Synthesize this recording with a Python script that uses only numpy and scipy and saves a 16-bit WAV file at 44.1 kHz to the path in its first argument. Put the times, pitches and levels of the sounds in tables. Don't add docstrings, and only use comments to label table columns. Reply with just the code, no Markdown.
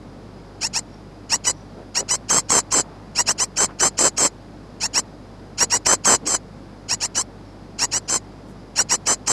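import sys
import numpy as np
from scipy import signal
from scipy.fft import rfft, irfft
from scipy.io import wavfile
from scipy.ndimage import uniform_filter1d, map_coordinates

SR = 44100
rng = np.random.default_rng(int(sys.argv[2]) if len(sys.argv) > 2 else 0)


def int16_out(signal):
    q = np.round(np.clip(np.atleast_2d(signal).T, -1, 1) * 32767)
    wavfile.write(sys.argv[1], SR, q.astype(np.int16))


def amplitude_ratio(level_db):
    exponent = np.asarray(level_db, float) / 20
    return 10 ** exponent


N = 411007

ONSET_S, ONSET_HZ, ONSET_DB = 0.010, 1904, -43.5
VOICE_HZ, VOICE_DB = 2114, -27.5
RELEASE_S, RELEASE_DB = 0.012, -47


def rms_one(x):
    return x / np.sqrt(np.mean(x ** 2) + 1e-20)


def drift(rate):
    knots = rng.standard_normal(4000)
    return map_coordinates(knots, [np.arange(N) * 2 * rate / SR], order=2)


def resonate(x, hz, width_hz):
    r = np.exp(-np.pi * width_hz / SR)
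    poles = [1, -2 * r * np.cos(2 * np.pi * hz / SR), r * r]
    return signal.lfilter([(1 - r * r) / 2, 0, (r * r - 1) / 2], poles, x)


def circuit():
    # f/Hz, density/dB per Hz
    hiss_colour = [(35, -16.5), (70, -21), (110, -5.5), (190, -2.5), (330, -7), (820, -14), (2900, -32),
                   (4900, -30.5), (6000, -36.5), (11000, -48.5), (11700, -64)]
    # f/Hz, level/dB rms, wobble/dB
    hum_lines = [
        (50, -48.5, .9),
        (100, -49, 1.8),
        (150, -56, 2.5),
        (200, -58, 3),
        (250, -58, 3),
        (300, -57, 3),
    ]
    # f/Hz, level/dB rms
    whines = [
        (4947, -75),
        (9647, -85),
        (11025, -79),
        (12403, -86),
    ]
    t = np.arange(N) / SR
    hz = np.fft.rfftfreq(N, 1 / SR) + 1
    points = np.array(hiss_colour)
    colour = amplitude_ratio(np.interp(np.log(hz), np.log(points[:, 0]), points[:, 1]))
    hiss = rms_one(irfft(rfft(rng.standard_normal(N)) * colour, N))
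    out = amplitude_ratio(-42 + 0.27 * drift(5.3)) * hiss
    for line_hz, db, wobble_db in hum_lines:
        phase = 2 * np.pi * line_hz * t + 6 * rng.random() + 0.17 * wobble_db * drift(9.5)
        out = out + np.sqrt(2) * amplitude_ratio(db + wobble_db * drift(11.0)) * np.sin(phase)
    for line_hz, db in whines:
        out = out + np.sqrt(2) * amplitude_ratio(db) * np.sin(2 * np.pi * line_hz * t)
    breath = resonate(rng.standard_normal(N), whines[0][0], 120)
    return out + amplitude_ratio(-69) * rms_one(breath)


def short_peep(s, length, climb, db, last_hz, knee_hz, share):
    flick_s, climb_db, climb_bow_hz, tire_db, last_db = 0.012, -23, 89.7, -1.5, -23.5
    clear = (.15, .5, .8, .45, .15)
    locked = (.1, .2, .05, .15, .2)
    end = length - RELEASE_S
    flick = max(end - flick_s, (climb + end) / 2)
    at = [ONSET_S, (ONSET_S + climb) / 2, climb, flick, end]
    mid_climb_hz = (VOICE_HZ + knee_hz) / 2 + climb_bow_hz
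    hz = [VOICE_HZ, mid_climb_hz, knee_hz, knee_hz + share * (last_hz - knee_hz), last_hz]
    level = [VOICE_DB, min(climb_db, db), db, db + tire_db, last_db]
    onset = (s, ONSET_HZ, ONSET_DB, 0, 0)
    release = (s + length, last_hz, RELEASE_DB, 0, 0)
    return [onset, *zip(s + np.array(at), hz, level, clear, locked), release]


def long_peep(s, length, db, over_hz, held_hz):
    overshoot_s, settle_s, sag_s, sag_hz, sag_db = 0.025, 0.016, 0.014, 196.3, -8
    shoulder_s, shoulder_hz, shoulder_db = 0.006, 214, -0.5
    clear = (.35, .6, .28, .22, .15)
    locked = (.1, .05, .05, .1, .25)
    end = length - RELEASE_S
    at = [ONSET_S, overshoot_s, overshoot_s + settle_s, end - sag_s, end]
    settled_hz = 3080 + 0.4 * (over_hz - 3250)
    hz = [VOICE_HZ + shoulder_hz, over_hz, settled_hz, held_hz, held_hz - sag_hz / 2]
    level = [VOICE_DB, db - 3.0, db - 0.8, db, db + sag_db]
    points = [*zip(s + np.array(at), hz, level, clear, locked)]
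    shoulder = (s + overshoot_s - shoulder_s, over_hz - shoulder_hz, db + shoulder_db, *points[1][3:])
    onset = (s, ONSET_HZ, ONSET_DB, 0, 0)
    release = (s + length, held_hz - sag_hz, RELEASE_DB, 0, 0)
    return [onset, points[0], shoulder, *points[1:], release]


def episodes(rows):
    t = np.arange(N) / SR
    return sum(share * np.clip(2 - 4 * np.abs(t - s) / length * 1.43, 0, 1) for s, length, share in rows)


def evened(x, ms):
    size = int(ms * SR / 1000)
    power = uniform_filter1d(uniform_filter1d(x ** 2, size), size)
    return x / np.sqrt(power + 1e-9)


def throat(pulses, gape):
    # f/Hz, width/Hz, level/dB
    throat_modes = [
        (2446, 2360, -21),
        (4177, 610, -14.5),
        (5010, 150, -11.5),
        (5676, 263, -4.5),
        (6813, 1400, -7.5),
        (8520, 1300, -15.5),
        (10370, 210, -19),
        (11330, 1000, -18),
        (13200, 230, -47.5),
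    ]
    click = signal.unit_impulse(1024)
    click = click - 0.9 * resonate(click, hz=3550, width_hz=600)

    def steep(hz, width_hz, db):
        return amplitude_ratio(db) * resonate(resonate(click, hz, width_hz), hz, width_hz)

    shut = sum(steep(*mode) for mode in throat_modes)
    gaping = steep(hz=7558, width_hz=1290, db=0)
    return signal.oaconvolve(pulses, shut)[:N] + gape * signal.oaconvolve(pulses, gaping)[:N]


def nestling(fade_s=0.012, gape_db=14):
    # t/s, length/s, climb to the throat pitch/s, level/dB, last pulse rate f/Hz
    short_peeps = [ (0.608, .074, 0.049, -22.5, 2914), (.731, 0.073, 0.047, -20, 3080),
                   (1.293, 0.079, 0.043, -18, 2950), (1.944, .075, 0.031, -19.5, 2992),
                   (3.150, 0.082, 0.04, -16, 2950), (3.259, 0.073, 0.034, -15, 3240),
                   (4.802, 0.074, 0.053, -19, 2827), (4.932, 0.08, 0.041, -17.5, 3143),
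                   (5.575, 0.083, .037, -15.5, 2968), (5.697, 0.087, 0.028, -16.5, 3019),
                   (6.883, .075, .046, -19, 2962), (7.002, 0.071, 0.039, -20, 3147),
                   (7.783, 0.082, .047, -16.5, 2893), (7.912, 0.082, 0.027, -19, 3098),
                   (8.754, 0.08, 0.037, -16, 3017), (8.888, 0.081, .027, -15.5, 3126)]
    # t/s, length/s, climb/s, level/dB, last pulse rate f/Hz
    stepped_peeps = [
        (1.439, 0.084, 0.032, -18, 3040),
        (2.082, 0.087, 0.031, -18.5, 3256),
        (3.378, .079, .032, -17, 3331),
        (7.145, 0.084, 0.029, -20, 3270),
    ]
    # t/s, length/s, level/dB, overshoot f/Hz, held f/Hz
    long_peeps = [ (2.284, 0.13, -17, 3238, 3231), (2.486, 0.13, -16, 3393, 3114),
                  (2.706, 0.12, -17.5, 3232, 3080), (3.560, 0.11, -17.5, 3133, 3160),
                  (3.788, 0.11, -16.5, 3078, 3165), (3.971, 0.13, -16, 3164, 3092),
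                  (4.165, .124, -17, 3335, 3166), (5.849, .115, -16, 3125, 3149),
                  (6.038, .136, -15, 3323, 3044), (6.254, .124, -19.5, 3378, 3060),
                  (8.078, 0.11, -20, 3166, 3129), (9.056, .100, -17.5, 3093, 3124),
                  (9.262, .110, -17, 3210, 3210)]
    # middle t/s, length/s, share/0-1
    tripled = [(.648, .04, .55), (.772, .03, .4), (1.345, .03, .3), (1.482, .04, .6), (1.988, .035, .45),
               (2.125, .05, .6), (2.375, .03, .3), (2.512, .025, .4), (2.728, .015, .4), (3.200, .03, .25),
               (3.310, .02, .3), (3.425, .04, .7), (4.190, .015, .5), (4.840, .035, .55),
               (4.982, .025, .35), (5.635, .02, .3), (5.740, .03, .35), (5.940, .015, .4),
               (6.065, .015, .5), (6.935, .025, .45), (7.040, .04, .35), (7.200, .035, .5),
               (7.845, .025, .5), (7.977, .02, .4), (8.164, .02, .4), (8.930, .04, .3)]
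    # middle t/s, length/s, share/0-1
    doubled = [
        (2.322, .015, .6),
        (2.803, .015, .4),
        (3.599, .02, .8),
        (3.822, .03, .35),
        (4.030, .015, .3),
        (6.335, .015, .3),
        (8.803, .015, .4),
    ]
    # middle t/s, length/s, share lost/0-1
    hoarse = [(1.510, 0.033, .8), (2.770, 0.067, 0.68), (1.6, 0.083, 0.87), (4.040, 0.22, 0.47),
              (4.240, .08, 0.79), (2.5, 0.031, 0.84), (2.560, .08, 0), (6.110, .06, 0.32),
              (7.185, 0.029, 0.4), (6.275, 0.011, 0.4), (5.770, 0.019, .7), (9.120, .05, 0)]

    peeps = [short_peep(*p, knee_hz=2793, share=0.59) for p in short_peeps]
    peeps += [short_peep(*p, knee_hz=2950, share=0.362) for p in stepped_peeps]
    peeps += [long_peep(*p) for p in long_peeps]
    turns = []
    for p in sorted(peeps):
        before = (p[0][0] - fade_s / 2, p[0][1], -85, 0, 0)
        after = (p[-1][0] + 2 * fade_s, p[-1][1], -85, 0, 0)
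        turns.append([before, *p, after])
    s, *columns = np.concatenate(turns).T
    t = np.arange(N) / SR
    hz, level_db, clear, locked = [np.interp(t, s, c) for c in columns]

    gape = amplitude_ratio(gape_db * np.clip((hz - 3050) / 700, -1, 0) + 0.5 * np.minimum(level_db + 18.0, 0))
    cycles = np.cumsum(hz * (1 + 0.003 * drift(150))) / SR
    pulse = ((1 + np.cos(2 * np.pi * cycles)) / 2) ** 8
    number = np.round(cycles).astype(int)

    every = 3 - (episodes(doubled) > 0)
    stress = np.cos(2 * np.pi * number / every + 1.3)
    locked = np.maximum(locked, 0.65 * episodes(tripled) + 0.8 * episodes(doubled))
    clear = np.minimum(clear * (1 - episodes(hoarse)), 0.95 - locked)
    chance = signal.lfilter([1, -.5], [1, .65, .42], rng.uniform(-1, 1, 40000))[number]
    overtones_db = (-2, 0, -15, -18)
    whistle = sum(amplitude_ratio(db) * np.cos(2 * np.pi * (k + 1) * cycles) for k, db in enumerate(overtones_db))

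    voiced = np.clip((level_db + 38) / 12, 0, 1)
    clear = voiced * np.clip(clear, 0, 1)
    locked = voiced * np.clip(locked, 0, 1)
    rasp = np.clip(1 - clear - locked, 0.03, 1)
    voice = np.sqrt(clear) * evened(throat(whistle, gape), ms=1.8) * amplitude_ratio(2.5 * drift(70))
    voice = voice + np.sqrt(locked) * evened(throat(pulse * stress, gape), ms=3) * amplitude_ratio(1.5 * drift(200))
    voice = voice + np.sqrt(rasp) * evened(throat(pulse * chance, gape), ms=5)
    return amplitude_ratio(level_db + 1.25) * voice


def box(x, t60=0.029, wet_db=-22):
    t = np.arange(int(0.12 * SR)) / SR
    tail = rng.standard_normal(len(t)) * amplitude_ratio(-60 * t / t60)
    return x + amplitude_ratio(wet_db) * signal.fftconvolve(x, tail / np.linalg.norm(tail))[:N]


def swell(s, length):
    return np.exp(-0.5 * ((np.arange(N) / SR - s) / (length / 3)) ** 2)


def far_bird():
    # t/s, length/s, start f/Hz, end f/Hz, level/dB
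    whistles = [
        (0.89, .1, 5620, 5500, -62),
        (1.54, .13, 5900, 5800, -60),
        (1.53, .08, 5550, 5450, -63),
        (1.66, .07, 5000, 4100, -66),
        (2.43, .06, 5500, 5500, -60),
        (7.45, .09, 5450, 5400, -64),
        (8.02, .06, 5700, 6000, -66),
    ]
    t = np.arange(N) / SR
    out = 0
    for s, length, start_hz, end_hz, db in whistles:
        cycles = start_hz * (t - s) + (end_hz - start_hz) * (t - s) ** 2 / (2 * length)
        out = out + amplitude_ratio(db) * swell(s + length / 2, length) * np.sin(2 * np.pi * cycles)
    return amplitude_ratio(5 * drift(90)) * out


def rustle():
    shifts = [
        (1.795, 0.073, 394, -40),
        (2.007, 0.053, 417, -30.5),
        (2.913, 0.68, 689, -49.5),
        (3.706, 0.059, 795.5, -41.5),
        (6.26, 0.079, 295.4, -34),
        (8.5, 0.051, 7365, -60.5),
    ]
    grains = rng.standard_normal(N) * amplitude_ratio(3 * drift(200))
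    out = 0
    for s, length, hz, db in shifts:
        grass = resonate(resonate(grains, hz, hz), hz, hz)
        out = out + amplitude_ratio(db) * swell(s, length) * rms_one(grass)
    return out


def scene():
    air = box(nestling()) + far_bird() + rustle()
    squared = np.abs(air) ** 2
    band = signal.butter(1, [330, 2000], "band", fs=SR, output="sos")
    bend = signal.sosfilt(band, squared) + 0.34 * resonate(squared, 370, 460)
    mid = air - 3.0 * bend + circuit()
    side_hum = amplitude_ratio(-74) * np.sin(2 * np.pi * 50 * np.arange(N) / SR)
    side = amplitude_ratio(-29) * air * drift(40) + side_hum
    return np.array([mid + side, mid - side])


def top_cut(x):
    return signal.sosfilt(signal.butter(12, 13540, fs=SR, output="sos"), x)


def record(dry):
    rounded = dry / (1 + (dry / 0.85) ** 6) ** (1 / 6)
    low_pass = signal.ellip(9, 0.5, 60, 12950, fs=SR, output="sos")
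    cut = signal.sosfilt(low_pass, rounded)
    return top_cut(cut)


dry = scene()
out = record(dry)
int16_out(out)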